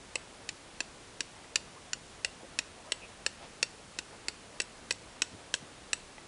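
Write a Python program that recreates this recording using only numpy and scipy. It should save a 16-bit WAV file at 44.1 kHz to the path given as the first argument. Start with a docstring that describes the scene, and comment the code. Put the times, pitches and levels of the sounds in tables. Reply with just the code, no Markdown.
"""In the woods, a few metres away, a seated man strikes steel on flint about three times a second.
Each blow is a sharp tick and a tiny scrape that make the stone and steel ring briefly in his fingers.
Sparks fizz, and the ground, fallen leaves and trunks send faint echoes back. His clothes rustle with
every swing. Two twig snaps, two far chirps and two dull bumps dot the steady hush of the forest."""
import sys
import numpy as np
from scipy import signal
from scipy.fft import rfft, irfft
from scipy.io import wavfile

SR = 44100
rng = np.random.default_rng(int(sys.argv[2]) if len(sys.argv) > 2 else 0)


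def dump_mix(stems):
    """Bounce the given channels to the path in sys.argv[1] as a 16-bit WAV at rate SR."""
    frames = np.atleast_2d(stems).T  # one column per channel
    limited = np.clip(frames, -1, 1)  # hard clip at full scale
    pcm = np.round(limited * 32767).astype(np.int16)
    wavfile.write(sys.argv[1], SR, pcm)


N = 276507

# blows of the steel: t/s, level/dB, scrape length/ms, brightness/(dB per octave), clink/dB, ring/dB
BLOWS = [(0.1558, -35.5, 2.64, -2.0, 4, 9.5), (0.4904, -38, 2.85, 1.07, 1, -4),
         (0.8048, -35.5, 2.35, -1.26, 2.5, -14.5), (1.2065, -34, 1.57, 0.1, 0, -3.5),
         (1.5576, -28.5, 2.87, 1.52, 1, -7), (1.9327, -35.5, 1.534, 1.8, -1.5, -13),
         (2.2474, -31.5, 2.7, 0.4, 0, 2.5), (2.589, -30.5, 3.1, -0.13, 1.5, -7),
         (2.9203, -33, 2.82, -1.09, 2.5, 8), (3.2639, -30, 2.67, 0.08, -1, -1),
         (3.6283, -28, 2.54, 0.27, -1, -2.06), (3.9879, -36, 3.06, 0, -1, -4.5),
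         (4.2841, -34, 1.16, 0.5, -5.5, -0.85), (4.6013, -33.5, 3.65, -1.5, 0, 4.5),
         (4.9083, -31.5, 3.37, -0.76, 1, 3.5), (5.2198, -28.5, 2.05, 1.0, -1, 1.5),
         (5.5405, -30, 1.59, -0.5, -1.5, -1.5), (5.9315, -31.5, 3, 0.36, 1, 8)]
# natural tones of the hand-held flint and steel: f/Hz, level/dB, t60/s (time to fade by 60 dB)
TONES = [(340.7, -15, 0.00933), (502.7, -12.5, 0.00774), (912, -12, 0.0095), (1638.5, -9, 0.00624),
         (1922, -4, 0.00501), (2600, -0.5, 0.0074), (2665, -11.5, 0.0103), (3220, -16, 0.0079),
         (3610, -21.5, 0.079), (3858, -7.5, 0.00666), (4174, -9, 0.0073), (4537, -9, 0.0086),
         (5325, -5, 0.0064), (5642, -13.5, 0.0117), (6297, -30, 0.02), (7157, -9, 0.0139),
         (7974, -10, 0.017), (9570, -22.5, 0.014), (9938, -16, 0.0133), (10500, -50.5, 0.0051)]
CLINK_HZ, RING_HZ = 2700, 8000  # the stone's clink, the ring of the steel's free end


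def undb(db):
    """Turn decibels into a factor to multiply by."""
    return 10 ** (np.asarray(db) / 20)


def unit(x):
    """Scale a sound to an average strength (rms) of 1."""
    return x / np.sqrt(np.mean(x ** 2) + 1e-20)


def seconds(length):
    """The time of each sample in a sound of this length."""
    return np.arange(int(length * SR)) / SR


def fade(t, t60):
    """A smooth fade that loses 60 dB in t60 seconds."""
    return np.exp(-np.log(1000) * t / t60)


def add(track, s, sound):
    """Mix a sound into the track, starting at s seconds."""
    i = int(round(s * SR))
    track[i:i + len(sound)] += sound[:N - i]


def band(x, lo_hz, hi_hz):
    """Gently turn down everything outside two frequencies."""
    edges = [lo_hz, min(hi_hz, SR / 2 - 100)]
    return signal.sosfilt(signal.butter(2, edges, "band", fs=SR, output="sos"), x)


def crackle(n, grit):
    """Noise of n samples; more grit makes it spikier."""
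    noise, size = rng.standard_normal((2, n))
    return noise * np.exp(grit * size)


def forest_hush(level_db=-52, flutter_db=0.7745):
    """Distant leaves and air make a soft noise in which each octave wavers slightly."""
    # tone colour of the hush: f/Hz, relative level/dB
    hush_shape = [(15, -27.5), (25, -1.5), (274, -5), (362, -5), (391, -5.5), (468, -5), (603, -6.5),
                  (2160, -12.5), (2450, -12.5), (9930, -19.5), (11000, -28), (14300, -57), (22000, -120)]
    hz, db = np.transpose(hush_shape)
    f = np.maximum(np.arange(N // 2 + 1) * SR / N, 1)
    spectrum = rfft(rng.standard_normal(N)) * undb(np.interp(np.log(f), np.log(hz), db))
    octave = np.floor(np.log2(np.maximum(f, 64)))
    out = np.zeros(N)
    for k in np.unique(octave):
        drift = signal.resample(rng.standard_normal(64), N)
        drift_db = flutter_db * drift / (1 + 2 ** k / 2000)  # high octaves waver less
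        out += irfft(spectrum * (octave == k), N) * undb(drift_db)
    return undb(level_db) * unit(out)


def swishes(table, spread, grit):
    """Many tiny touches blur into short swells of noise; width is the time spent above half height."""
    out = np.zeros(N)
    for middle, width, hz, db in table:
        swell = np.hanning(int(2 * width * SR))
        rubbing = unit(band(crackle(len(swell), grit), hz / spread, hz * spread))
        add(out, middle - width, undb(db) * swell * rubbing)
    return out


def clothes(usual_blow_db=-26.5, scatter_s=0.012, scatter_db=3):
    """Cloth rubs on every swing, never quite the same, and louder when the blow is harder."""
    # the arm comes down, stops and lifts: t after the blow/s, width/s, centre f/Hz, level/dB
    swing = [(-.04, .03, 646, -61), (.115, 0.031, 210, -62.5), (.18, 0.039, 620, -59.5)]
    swells = []
    for s, blow_db, *_ in BLOWS:
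        effort_db = 0.49 * (blow_db - usual_blow_db)
        for after_s, width, hz, db in swing:
            late, louder = rng.standard_normal(2)
            swells.append((s + after_s + scatter_s * late, width, hz, db + effort_db + scatter_db * louder))
    return swishes(swells, spread=1.586, grit=0.31)


def contact(scrape_ms, scrape_db=4.5):
    """The push on the stone: one hard tick, then its edge tears chips from the sliding steel."""
    t = seconds(0.012)
    bite = 1 - np.exp(-t / 0.000269)
    slide_off = np.exp(-(1000 * t / scrape_ms) ** 4)
    chips = crackle(len(t), grit=0.371) * bite * slide_off
    force = undb(scrape_db) * chips / np.linalg.norm(chips)
    force[0] += 1  # the tick
    return force


def tone_boosts(bright_db, clink_db, ring_db, clink_width_hz=454, scatter_db=1.13):
    """Extra dB for each tone: a sharp contact favours high ones, and the grip sets clink and ring."""
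    hz = np.array(TONES)[:, 0]
    boost_db = bright_db * np.log2(hz / CLINK_HZ)
    boost_db += scatter_db * rng.standard_normal(len(hz))  # each blow lands on a different spot
    boost_db += clink_db * np.exp(-((hz - CLINK_HZ) / clink_width_hz) ** 2)
    boost_db[np.argmin(abs(hz - 7100))] -= 0.426 * ring_db  # this tone shares energy with the free end
    boost_db[np.argmin(abs(hz - RING_HZ))] = ring_db
    return boost_db


def clack(force, boost_db, crack_db=-11):
    """The first touch is heard as a crack, and the push sets every tone of flint and steel ringing."""
    t = seconds(0.06)
    out = undb(crack_db) * unit(band(signal.unit_impulse(len(t)), 2000, 7000))
    for (hz, db, t60), extra_db in zip(TONES, boost_db):
        grip = 1 + 0.0049 * rng.standard_normal()  # the fingers shift the pitch a little
        tone = np.cos(2 * np.pi * hz * grip * t) * fade(t, t60)
        ringing = signal.fftconvolve(force, tone)[:len(t)]
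        out += undb(db + extra_db) * unit(band(ringing, 0.5 * hz, 6258))  # small things give little bass
    return out / np.sqrt(t[-1] * 100)


def sparks(level_db=-23, t60=0.265):
    """Sparks and stone dust fizz away from the edge."""
    t = seconds(0.2)
    fizz = unit(band(crackle(len(t), grit=1.0), 1700, 7500))
    return undb(level_db) * fizz * fade(t, t60)


def ting(drive_db, hz=7995, offset_db=-23.5, t60=0.18):
    """The free end of the steel sings on with one pure note."""
    t = seconds(0.25)
    return undb(drive_db + offset_db) * np.sin(2 * np.pi * hz * t) * fade(t, t60)


def ground_echo(force, delay_s=0.0025, echo_db=-8):
    """The ground sends each blow back; the delay changes with the height of the hands."""
    lag = int(SR * delay_s * rng.uniform(0.75, 1.3))
    return force + undb(echo_db) * np.pad(force, (lag, 0))[:len(force)]


def strikes(clack_db=0.2637):
    """Steel hits flint: each blow gives a clack, a fizz of sparks and a ting."""
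    out = np.zeros(N)
    for s, db, scrape_ms, bright_db, clink_db, ring_db in BLOWS:
        force = ground_echo(contact(scrape_ms))
        add(out, s, undb(db + clack_db) * clack(force, tone_boosts(bright_db, clink_db, ring_db)))
        add(out, s, undb(db) * sparks())
        add(out, s, ting(db + ring_db))
    return out


def forest_echoes(x, leaves_db=-16, leaves_t60=0.0706, trunks_db=-23, trunks_t60=0.4):
    """Fallen leaves scatter the sound back quickly, and far trunks add a thin tail."""
    # high-pitched echoes from a thin trunk nearby: delay/s, level/dB
    near_echoes = [(0.0165, -35), (0.0148, -37.5)]
    t = seconds(0.4)
    leaves = rng.standard_normal(len(t)) * fade(t, leaves_t60) * (t > 0.003)
    trunks = crackle(len(t), grit=0.39) * fade(t, trunks_t60) * (t > 0.018)
    response = undb(leaves_db) * leaves / np.linalg.norm(leaves)
    response += band(undb(trunks_db) * trunks / np.linalg.norm(trunks), 150, 8160)
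    response[0] += 1  # the direct sound
    for delay, db in near_echoes:
        response += undb(db) * band(signal.unit_impulse(len(t), int(delay * SR)), 8700, 11000)
    return signal.fftconvolve(x, response)[:N]


def twigs():
    """Small dry twigs snap and ring for a moment."""
    # snaps: t/s, level/dB
    snaps = [(1.445, -51), (6.182, -44.5)]
    # natural tones of a twig: f/Hz, level/dB, t60/s
    wood_tones = [(862, 4.5, 0.0218), (2007, 6, 0.0148), (2330, -2, 0.016)]
    out, t = np.zeros(N), seconds(0.05)
    snap = sum(undb(db) * np.sin(2 * np.pi * hz * t) * fade(t, t60) for hz, db, t60 in wood_tones)
    for s, db in snaps:
        add(out, s, undb(db) * snap)
    return out


def chirps(waver=0.06):
    """Faint, far whistles waver as they slide upward."""
    # whistles: t/s, length/s, start f/Hz, end f/Hz, level/dB
    whistles = [(1.754, 0.0405, 869, 1312, -56), (3.011, 0.0548, 2530, 2600, -52.5)]
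    out = np.zeros(N)
    for s, length, start_hz, end_hz, db in whistles:
        t = seconds(length)
        wobble = unit(band(rng.standard_normal(len(t)), 59, 295))
        pitch = np.linspace(start_hz, end_hz, len(t)) * (1 + waver * wobble)
        swell = np.sin(np.pi * t / length)
        add(out, s, undb(db) * unit(swell * np.sin(2 * np.pi * np.cumsum(pitch) / SR)))
    return out


def rustles():
    """Now and then clothes and leaves rub more loudly."""
    # rustles: middle t/s, width/s, centre f/Hz, level/dB
    rubs = [(2.443, 0.0276, 440, -48.5), (2.875, .05, 690, -54), (3.04, 0.0614, 450.4, -54.5),
            (3.44, .055, 620, -49.5), (3.442, 0.039, 2700, -54), (4.135, 0.0474, 650, -52.5)]
    return swishes(rubs, spread=1.546, grit=0.463)


def grazes(scrape_ms=3.12):
    """Just after a few of the blows, the steel brushes the stone again; about 16 ms after the blows at 4.60 s
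    and 4.91 s, further bright ticks sound."""
    # light touches and later bright ticks: t/s, level/dB, brightness/(dB per octave)
    touches = [(4.609, -48.5, -1.5), (4.6175, -51, 9.5), (4.6220, -55.5, 6), (4.9135, -44.5, 1),
               (4.923, -56, 13.5), (5.549, -54.5, 12)]
    out = np.zeros(N)
    for s, db, bright_db in touches:
        ring_db = bright_db * np.log2(RING_HZ / CLINK_HZ)
        add(out, s, undb(db) * clack(contact(scrape_ms), tone_boosts(bright_db, 0, ring_db)))
    return out


def bumps():
    """Dull bumps on the ground, made of short swells of low noise."""
    # bumps: middle t/s, width/s, centre f/Hz, level/dB
    thuds = [(5.34, 0.032, 130, -47.5), (5.632, .03, 170, -51)]
    return swishes(thuds, spread=2.08, grit=0.14)


def scene(gap_hz=2370, gap_width_hz=90):
    """Mix all the sounds, the same for left and right."""
    soft_sounds = clothes() + rustles() + bumps()
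    # just below the stone's clink, neighbouring tones cancel and leave a narrow gap
    gap = signal.iirnotch(gap_hz, gap_hz / gap_width_hz, SR)
    flint = signal.lfilter(*gap, strikes() + grazes())
    mono = forest_echoes(flint + twigs()) + soft_sounds + chirps() + forest_hush()
    return np.array([mono, mono])


def record(dry, top_hz=10900):
    """A steep filter cuts off the very highest sounds."""
    return signal.sosfilt(signal.ellip(10, 0.2, 80, top_hz, fs=SR, output="sos"), dry)


dry = scene()
out = record(dry)
dump_mix(out)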